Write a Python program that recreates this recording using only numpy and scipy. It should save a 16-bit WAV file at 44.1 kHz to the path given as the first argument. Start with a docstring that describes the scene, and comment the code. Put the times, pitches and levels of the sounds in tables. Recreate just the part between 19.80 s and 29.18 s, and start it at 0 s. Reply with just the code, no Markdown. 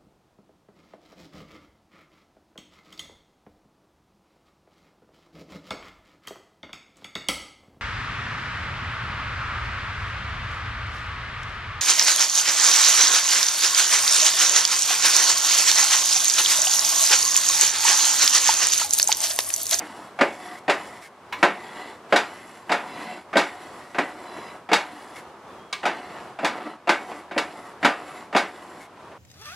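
"""A loose charcoal-grill grate thuds and clangs on its steel firebox as a wire brush scrubs it in a backyard.
Each knock is noise shaped by the modes of the steel, with a few sine modes at a pitch the contact point favours.
Between knocks, random impulses of slipping wires excite resonances: low rub and rasp of bars, hiss of wires.
The brush head lands in decaying sines and a noise burst; wires squeal as wavering sines; bristles chatter and
flick free in impulse bursts. Behind lie a faint gliding sine, likely a bird, and a soft outdoor noise."""
import sys
import numpy as np
from scipy import signal
from scipy.fft import rfft, irfft, next_fast_len
from scipy.io import wavfile
from scipy.ndimage import uniform_filter1d, minimum_filter1d, map_coordinates

SR = 44100
rng = np.random.default_rng(int(sys.argv[2]) if len(sys.argv) > 2 else 0)


def store_wav(level_fs):
    """Save 16-bit WAV to argv[1]."""
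    pcm = np.round(np.clip(np.atleast_2d(level_fs), -1, 1) * 32767)
    wavfile.write(sys.argv[1], SR, pcm.T.astype(np.int16))


N = 413658  # length in samples

# resonances of grate and firebox: [f/Hz, width/Hz, level above the dense modes/dB]
GRILL_MODES = [(179, 43, 12), (272, 15, -1), (480, 6.7, 8.5), (569, 38, 9), (700, 72, 5.5), (840, 88, 6),
               (979, 75, 5.5), (1204, 16, 9.5), (1334, 48, 5.5), (1420, 56, 5), (1546, 45, 6),
               (1692, 23, 3), (1856, 130, 3), (1990, 48, -4.5), (2220, 23, 9), (2450, 37, 6.5),
               (2675, 33, 4), (2725, 120, 4.5), (2945, 120, 2.5), (3446, 61, 7.5), (3743, 68, 9),
               (4350, 75, 5), (4870, 140, 8.5), (5740, 27, 9), (6920, 110, 7), (7250, 110, -3),
               (7600, 40, 2), (7920, 95, 7.5), (9100, 90, 1)]
# spectrum of the dense modes of the struck steel: [f/Hz, relative density/dB per Hz]
STEEL_SPECTRUM = [(30, -47), (115, -63), (150, -21.5), (190, -8), (300, 5.5), (500, -0.5), (700, 2),
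                  (1100, -2.5), (2000, -1), (3200, -13), (5000, -22), (7500, -28.5), (9000, -33),
                  (11800, -39.5), (13000, -54), (15500, -61)]
# stereo side gain against mid for all sounds of the grill: [f/Hz, level/dB]
GRILL_SIDE = [(100, -75), (600, -44.5), (1400, -28), (2800, -22.5), (5500, -13), (10000, -15.5)]
# passes of the brush along the bars; pushes swell as the arm leans in, pulls just fade:
# [start t/s, length/s, rub level/dB, rasp level/dB, hiss level/dB, swell/dB], levels before swell and fade
BRUSH_STROKES = [(-.2, 0.54, -42, -47.5, -56.5, -2), (0.365, 0.47, -47, -52, -57.5, 9.5),
                 (0.883, 0.38, -45.5, -47.5, -55.5, -0.5), (1.543, 0.68, -46.5, -52, -61, 10.5),
                 (2.28, 0.6, -50, -50, -58.5, 0), (2.858, 0.61, -42.5, -49, -58, 9),
                 (3.55, 0.71, -47.5, -49.5, -58.5, -3.5), (4.172, 0.662, -42.5, -52, -60, 4),
                 (4.9, 0.57, -46, -50.5, -58.5, -0.5), (6.006, 0.55, -41.5, -47.5, -60.5, -1.5),
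                 (6.593, .4, -37.5, -48, -61, 1.5), (7.067, 0.42, -43.5, -54, -60.5, 8.5),
                 (7.53, .45, -43, -51.5, -59, -0.5), (7.995, 0.51, -46, -52, -60, 7.5),
                 (8.53, 0.55, -44.5, -51.5, -59.5, -4)]


def amp(db):
    """Level definition: decibels to amplitude gain."""
    return 10 ** (np.asarray(db) / 20)


def unit(x):
    """Normalization: x at rms 1."""
    return x / np.sqrt(np.mean(x ** 2) + 1e-20)


def along(points, hz):
    """Logarithmic frequency scale: interpolate (Hz, value) points along it."""
    f, v = np.transpose(points)
    return np.interp(np.log(hz + 1), np.log(f + 1), v)


def wobble(rate):
    """Slow random modulation: a smooth curve through rate random knots a second."""
    knots = rng.standard_normal(int(N * rate / SR) + 4)
    return map_coordinates(knots, [np.arange(N) * rate / SR], order=2)


def filtered(x, response):
    """Linear filtering: multiply the spectrum of x by a frequency response."""
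    size = next_fast_len(N + 8192)
    hz = np.fft.rfftfreq(size, 1 / SR)
    return irfft(rfft(x, size) * response(hz), size)[..., :N]


def below(hz, edge_hz):
    """Steep low-pass magnitude response."""
    return 1 / np.sqrt(1 + (hz / edge_hz) ** 16)


def above(hz, edge_hz):
    """Power-complementary high-pass: its power and that of below() add to one."""
    return np.sqrt(1 - below(hz, edge_hz) ** 2)


def body(spectrum, peaks, ripple_db, spacing_hz):
    """Modal response of a metal part: a broad slope, strong resonances and a crowd of small ones."""
    grid = np.arange(0, SR / 2, 2)
    strong = sum(db / (1 + (2 * (grid - hz) / width) ** 2) for hz, width, db in peaks)
    crowd = map_coordinates(rng.standard_normal(len(grid)), [grid / spacing_hz], order=2)
    gain = amp(along(spectrum, grid) + strong + ripple_db * crowd)
    return lambda hz: np.interp(hz, grid, gain)


def stereo(drive, response, width):
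    """Mid-side principle: two unrelated drives, coloured alike, make a pair whose width varies with pitch; rms 1."""
    def mid_side(hz):
        return response(hz) * np.array([np.ones_like(hz), amp(along(width, hz))])
    mid, side = filtered(drive, mid_side)
    return unit(np.array([mid + side, mid - side]))


def noise():
    """Broadband excitation: two independent white noises."""
    return rng.standard_normal((2, N))


def slips(rate):
    """Stick-slip excitation: wire tips let go one by one, on average rate a second, with uneven force."""
    spread_db = 1.5
    slipping = rng.random(N) < rate / SR
    return noise() * slipping * amp(spread_db * rng.standard_normal(N))


def steady(x, smooth_s):
    """Envelope flattening: even out the slow swells of a noise, so that each blow delivers its full energy."""
    power = uniform_filter1d(np.mean(x ** 2, axis=0), max(int(smooth_s * SR), 2))
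    return x / np.sqrt(np.abs(power) + 1e-6)


def blows():
    """Energy partition: brightness shares each contact out as (s, thud dB, clang dB, crash dB, hardness, Hz)."""
    # the shoved grate strikes the firebox: [t/s, level/dB, brightness from thud 0 to clang 1,
    # hardness (scales the contact burst), centre of the favoured modes f/Hz]
    knocks = [(0.41, -14.5, 0.47, 2.24, 260), (.88, -17.5, 0.25, 0.82, 609), (.896, -18, 0.88, 0.69, 815),
              (1.628, -11, 0.59, 1.06, 1034), (2.324, -12.5, 0.37, 0.85, 603), (2.36, -17, 0.95, 1.1, 940),
              (2.917, -16.5, 0.75, 0.56, 681), (3.556, -15, .14, 1.5, 637), (3.569, -14, 0.94, 0.14, 952),
              (4.184, -19.7, 0.53, 1.8, 266), (4.916, -17.5, 0.32, 1.4, 434),
              (4.931, -15, 0.97, 0.96, 1220), (6.054, -17.5, 0.65, .3, 713), (6.631, -24, 0.04, 1.3, 675),
              (6.646, -18.5, 0.92, 0.61, 856), (7.092, -14.5, 0.79, 1.4, 936), (7.563, -25, 0.03, 2.6, 289),
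              (7.5782, -22.5, 0.94, 2.2, 998), (8.047, -12.5, 0.75, .89, 259.5),
              (8.549, -15.5, .24, 0.97, 652), (8.563, -16.5, 0.94, 0.16, 1065)]
    # the bristles catch and the grate shifts in its seat: [t/s, level/dB]
    catches = [(.001, -32.5), (.389, -23.5), (2.894, -21), (3.53, -25.5), (4.146, -28.5), (4.889, -28.5),
               (6.031, -26.5), (6.588, -28.5), (7.073, -22), (7.315, -35.5), (7.511, -30.5), (8.028, -20),
               (8.527, -28), (9.315, -45)]
    # every catch is the same soft contact
    catch_brightness, catch_hardness, catch_hz, catch_crash_db = 0.59, 0.11, 701.6, -4
    # crash against clang in an evenly bright knock, and extra dB for each dB of clang over thud
    crash_offset_db, crash_growth = -13.5, 0.63
    soft = [(s, db, catch_brightness, catch_hardness, catch_hz) for s, db in catches]
    s, db, brightness, hardness, hz = np.transpose(list(knocks) + soft)
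    brightness = np.clip(brightness, 0.01, 0.99)
    thud_db = db + 10 * np.log10(1 - brightness)
    clang_db = db + 10 * np.log10(brightness)
    is_catch = np.arange(len(s)) >= len(knocks)
    crash_db = clang_db + crash_offset_db + crash_growth * (clang_db - thud_db) + catch_crash_db * is_catch
    return np.transpose([s, thud_db, clang_db, crash_db, hardness, hz])


def ring_down(column, t60, burst, burst_s, rise_s):
    """Exponential damping: each blow bursts at a hard contact, then dies away; the powers of all blows add."""
    t = np.arange(SR // 2) / SR
    ring = (1 - np.exp(-t / rise_s)) * 1000 ** (-t / t60)
    power = np.zeros(N + SR)
    for (s, *_, hardness, _), db in zip(blows(), column):
        contact = 1 + burst * max(hardness, 0) * np.exp(-t / burst_s)
        power[max(round(s * SR), 0):][:len(t)] += (amp(db) * contact * ring) ** 2
    return np.sqrt(power[:N])


def favoured():
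    """Selective mode excitation: the contact point drives a few neighbouring modes harder, giving a pitch."""
    mode_db, t60_s, rise_s = -1, 0.14, 0.0014
    spread = 0.0887  # how far the modes lie around their centre, as a share of its pitch
    t = np.arange(SR // 2) / SR
    shape = (1 - np.exp(-t / rise_s)) * 1000 ** (-t / t60_s)
    out = np.zeros(N + SR)
    for s, thud_db, clang_db, *_, hz in blows():
        detune, phase = rng.uniform(-0.994, 1, size=(2, 5, 1))  # five modes
        mode_hz = hz * (1 + spread * detune)
        ring = shape * np.sin(2 * np.pi * mode_hz * t + np.pi * phase).sum(axis=0)
        # the clang counts less than the thud
        strength = amp(mode_db) * np.hypot(amp(thud_db), amp(clang_db - 9.5))
        same_energy = np.linalg.norm(shape) / np.linalg.norm(ring)
        out[max(round(s * SR), 0):][:len(t)] += strength * ring * same_energy
    return out[:N]


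def grate():
    """Modal impact: knocks ring the crowded modes of the firebox (thud), the bars (clang), their edges (crash)."""
    _, thud_db, clang_db, crash_db, *_ = np.transpose(blows())
    steel = body(STEEL_SPECTRUM, GRILL_MODES, ripple_db=2, spacing_hz=9)
    low_hz, high_hz = 800, 3500
    thud = stereo(noise(), lambda hz: steel(hz) * below(hz, low_hz), GRILL_SIDE)
    clang = stereo(noise(), lambda hz: steel(hz) * above(hz, low_hz) * below(hz, high_hz), GRILL_SIDE)
    crash = stereo(noise(), lambda hz: steel(hz) * above(hz, high_hz), GRILL_SIDE)
    thud = steady(thud, smooth_s=0.038)
    clang = steady(clang, smooth_s=0.062)
    struck = favoured()
    struck = struck + thud * ring_down(thud_db, t60=0.28, burst=0.63, burst_s=0.015, rise_s=0.0047)
    struck = struck + clang * ring_down(clang_db, t60=0.29, burst=0.75, burst_s=0.011, rise_s=0.0006)
    struck = struck + crash * ring_down(crash_db, t60=0.21, burst=0.38, burst_s=0.015, rise_s=0.00082)
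    # the grate chatters as it settles: a fast random level flutter
    rattle_db = 0.5 * wobble(160)
    # the small box radiates little bass
    high_pass = signal.butter(2, 135, "highpass", fs=SR, output="sos")
    return signal.sosfilt(high_pass, struck * amp(rattle_db))


def taps():
    """Impulse response of the brush head: as it lands, many wires strike in a cluster, ring its modes and spit."""
    # the brush head lands on the bars: [t/s, ring level/dB, spit level/dB], levels before mode gains and envelope
    landings = [(1.5244, -27.5, -39), (5.927, -30.5, -25.5)]
    # modes of the brush head and its wire block: [f/Hz, mean level/dB, t60/s]
    head_modes = [(1016, -3, 0.22), (1190, -7, 0.25), (1640, -2, 0.15), (1930, -13, 0.29), (2240, 0, 0.21),
                  (2640, -6, .16), (2890, -6, 0.14), (3530, -9, 0.14), (3870, -12, .08), (4050, -11, 0.16),
                  (5700, -22, 0.19), (6270, -25, .13), (7100, -19, .08)]
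    # spectrum of the spit: (f/Hz, relative density/dB)
    tips = [(60, -50), (300, -17), (650, 1), (1500, 0.0), (4000, 9.5), (6500, -1.5), (9000, -5.0),
            (12000, -30), (15500, -48)]
    t = np.arange(SR // 2) / SR
    ping, spit = np.zeros(N + SR), np.zeros(N + SR)
    for s, db, spray_db in landings:
        start = round(s * SR)
        for hz, level, t60 in head_modes:
            # the loose wires blur each mode: its phase drifts (in cycles)
            drift = np.cumsum(rng.standard_normal(len(t))) * 0.017
            decay = amp(db + level + rng.normal(0, 1.5) - 60 * t / t60)
            ring = decay * np.sin(2 * np.pi * (hz * t + drift))
            ping[start:][:len(t)] += ring * (1 - np.exp(-t / 0.001))
        fall = np.exp(-t / 0.0059) * 1.97 + 0.24 * np.exp(-t / 0.053)
        spit[start:][:len(t)] += amp(spray_db) * fall * (1 - np.exp(-t / 0.0019))
    spray = stereo(noise(), lambda hz: amp(along(tips, hz)), GRILL_SIDE)
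    return ping[:N] + spit[:N] * spray


def stroke_level(column, follows):
    """Friction loudness follows speed and pressure: attack, a slow fade with a swell on it, release."""
    attack_s, release_s = 0.049, 0.092  # the brush gets going, and slows to a stop
    fade_db = 8.5  # fall of the drag from start to end of a stroke, before it is scaled by follows
    swell_at, swell_width = 0.69, 0.24  # where the arm leans in hardest and for how long, shares of the stroke
    t = np.arange(N) / SR
    level = np.zeros(N)
    for (start, length, *_, swell_db), db in zip(BRUSH_STROKES, column):
        on = (t > start) & (t < start + length)
        age = t[on] - start
        way = age / length
        speed = np.clip(np.minimum(age / attack_s, (length - age) / release_s), 0, 1)
        swell = swell_db * np.exp(-((way - swell_at) / swell_width) ** 2)
        lean_db = swell - fade_db * (way - 0.5)
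        level[on] += speed * amp(db + follows * lean_db)
    return level


def shifting(x, depth_db):
    """Position-dependent excitation: as the contact point moves, different resonances swell and fade."""
    z = signal.stft(x, nperseg=1024)[2]
    field = rng.standard_normal(z.shape[1:])
    field = uniform_filter1d(field, size=3, axis=0)  # smooth over frequency
    field = uniform_filter1d(field, size=14, axis=1)  # smooth over time
    return signal.istft(z * amp(depth_db * unit(field)), nperseg=1024)[1][:, :N]


def brush():
    """Stick-slip friction: slipping wires shake the bars (rub, rasp) and ring at their own pitches (hiss)."""
    # spectrum of bars being rubbed: [f/Hz, relative density/dB per Hz]
    rub_spectrum = [(60, -36), (150, -10), (280, 3), (520, -2.5), (750, 1), (1100, 0.5), (1550, -3),
                    (2000, 1), (2450, -7.5), (4000, -12.5), (6200, -31)]
    # resonances that the rubbing feeds: [f/Hz, width/Hz, level/dB]
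    bar_modes = [(363, 15, 2), (729, 69, 10), (1020, 44, 3), (1990, 190, 5.5), (2630, 30, 9.5),
                 (2900, 91, 8.5), (3430, 110, 8.5), (4140, 190, 8.5), (4460, 90, 8), (4750, 130, 9),
                 (5500, 90, -1), (5750, 80, 14)]
    # spectrum of the hissing wire tips: [f/Hz, relative density/dB per Hz]
    hiss_spectrum = [(5000, 18.5), (6600, -2.5), (8500, -1.5), (10500, -3), (11250, -9), (11450, -11),
                     (13300, -12), (15500, -22)]
    # the wires' own resonances: [f/Hz, width/Hz, level/dB]
    wire_modes = [(7120, 220, 5.5), (7400, 170, 11), (7900, 180, 3), (9080, 300, 4.5), (11030, 130, 11.5),
                  (11240, 130, 12.5)]
    _, _, rub_db, rasp_db, hiss_db, _ = np.transpose(BRUSH_STROKES)
    bars = body(rub_spectrum, bar_modes, ripple_db=3.5, spacing_hz=12)
    wires = body(hiss_spectrum, wire_modes, ripple_db=3.5, spacing_hz=13)
    low_hz, high_hz = 1500, 6300
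    rub = stereo(slips(rate=2500), lambda hz: bars(hz) * below(hz, low_hz), GRILL_SIDE)
    rasp = stereo(slips(rate=3600), lambda hz: bars(hz) * above(hz, low_hz) * below(hz, high_hz), GRILL_SIDE)
    hiss = stereo(slips(rate=11000), lambda hz: wires(hz) * above(hz, high_hz), GRILL_SIDE)
    # each register takes its own share of the swell and fade
    scrape = rub * stroke_level(rub_db, follows=0.65)
    scrape = scrape + rasp * stroke_level(rasp_db, follows=0.85)
    scrape = scrape + hiss * stroke_level(hiss_db, follows=0.53)
    # burnt-on crust makes the drag uneven
    crust_db = 1.0 * wobble(45)
    return shifting(amp(crust_db) * scrape, depth_db=2.5)


def chatter():
    """Intermittent contact: clumps of wire snag on crust and rattle the modes of the grate."""
    # bursts of bristles chattering over crust: [t/s, length/s, level before the envelope/dB]
    bursts = [(6.295, 0.091, -56), (6.367, 0.034, -37.5), (6.77, 0.063, -38), (6.864, 0.025, -37)]
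    t = np.arange(N) / SR
    level = np.zeros(N)
    for s, length, db in bursts:
        times = [s - 0.005, s + 0.005, s + length, s + length + 0.03]
        level += amp(db) * np.interp(t, times, [0.011, 0.97, 0.58, 0.032])
    steel = body(STEEL_SPECTRUM, GRILL_MODES, ripple_db=4.0, spacing_hz=21)
    return level * stereo(slips(rate=740), steel, GRILL_SIDE)


def squeals():
    """Self-excited oscillation: stick and slip pump a few narrow resonances, each swelling in its own time."""
    # the wires grip and sing: [start t/s, end t/s, level/dB]
    grips = [(1.924, 2.187, -53), (3.052, 3.41, -47.5), (4.417, 4.776, -49.5), (6.1, 6.398, -68)]
    # singing resonances: [f/Hz, width (scales the pitch wander and its rate)/Hz, relative level/dB]
    singing_modes = [(1940, 160, 2.5), (2190, 120, -2), (2700, 12, 0), (3000, 60, -5), (3400, 85, -8),
                     (3960, 35, -2.5), (4040, 55, -4.5), (5000, 32, -8)]
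    t = np.arange(N) / SR
    grip = np.zeros(N)
    for start, end, db in grips:
        grip += amp(db) * np.interp(t, [start, start + 0.057, end - 0.08, end], [0, 1, 1, 0])
    voice = np.zeros(N)
    for hz, width, db in singing_modes:
        phase = 2 * np.pi * np.cumsum(hz + width * wobble(2 * width)) / SR
        swell_db = 2 * wobble(9) + 4 * wobble(2 * width)
        voice += amp(db + swell_db) * np.sin(phase)
    return grip * unit(voice)


def flicks():
    """Elastic release: bent bristles spring free in a short bright spray."""
    # the bristles spring off the end of a bar: [t/s, length/s, level before the envelope/dB]
    releases = [(0.772, .015, -40.5), (1.215, 0.06, -38), (4.27, .035, -46), (5.347, 0.06, -38),
                (8.21, .02, -60), (8.994, 0.065, -42.5)]
    # spectrum of the spray: (f/Hz, relative density/dB)
    spray = [(500, -20), (1300, 4), (2000, 8), (2200, 15), (2400, -1), (3200, -2.0), (7000, -5.5),
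             (11000, -7.5), (13000, -17), (15500, -26)]
    t = np.arange(N) / SR
    level = np.zeros(N)
    for s, length, db in releases:
        times = [s - 0.008, s + 0.02, s + length, s + length + 0.018]
        level += amp(db) * np.interp(t, times, [0.017, 0.57, 0.26, 0.0])
    return level * stereo(slips(rate=9800), lambda hz: amp(along(spray, hz)), GRILL_SIDE)


def bird():
    """Frequency modulation: one thin, wavering whistle from afar is a sine gliding between pitches."""
    # a faint far-off whistle, likely a bird: [t/s, f before wavering/Hz, level before wavering/dB]
    whistle = [(5.66, 3550, -74), (5.73, 3420, -62), (5.80, 3200, -62), (5.86, 3340, -62),
               (5.93, 3230, -62), (5.96, 3200, -80)]
    t = np.arange(N) / SR
    s, hz, db = np.transpose(whistle)
    level = amp(np.interp(t, s, db) + 3.5 * wobble(43))
    sounding = (t > s[0]) * (t < s[-1])
    pitch_hz = np.interp(t, s, hz) + 25 * wobble(120)
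    return level * sounding * np.sin(2 * np.pi * np.cumsum(pitch_hz) / SR)


def yard():
    """Diffuse ambient noise: a soft outdoor rush, coloured, wide in the treble and gently wavering in level."""
    # outdoor background: [f/Hz, relative density/dB per Hz]
    rush_spectrum = [(20, -40), (40, -29), (75, -6), (150, -4.5), (235, -1), (300, -3), (365, 2),
                     (430, -0.5), (1050, 1.5), (2100, -13), (3200, -18.5), (4200, -22), (11000, -32.5),
                     (15500, -47)]
    # side gain against mid: [f/Hz, level/dB]
    rush_side = [(30, -9), (100, -27), (250, -22.5), (1000, -17.5), (3000, -4.5), (9000, -4), (13000, -3)]
    level_db = -46 + 1.7 * wobble(6.8)
    return amp(level_db) * stereo(noise(), lambda hz: amp(along(rush_spectrum, hz)), rush_side)


def scene():
    """Superposition: grate, brush and yard sound together."""
    return grate() + taps() + brush() + chatter() + squeals() + flicks() + bird() + yard()


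def record(dry):
    """Peak limiting and band limiting: a fast limiter holds peaks at full scale, then the top band is cut."""
    top_hz = 15700
    needed = 1 / np.maximum(np.abs(dry).max(axis=0), 1)
    gain = uniform_filter1d(minimum_filter1d(needed, size=100), size=100)  # sizes in samples
    return filtered(dry * gain, lambda hz: hz < top_hz)


dry = scene()
out = record(dry)
store_wav(out)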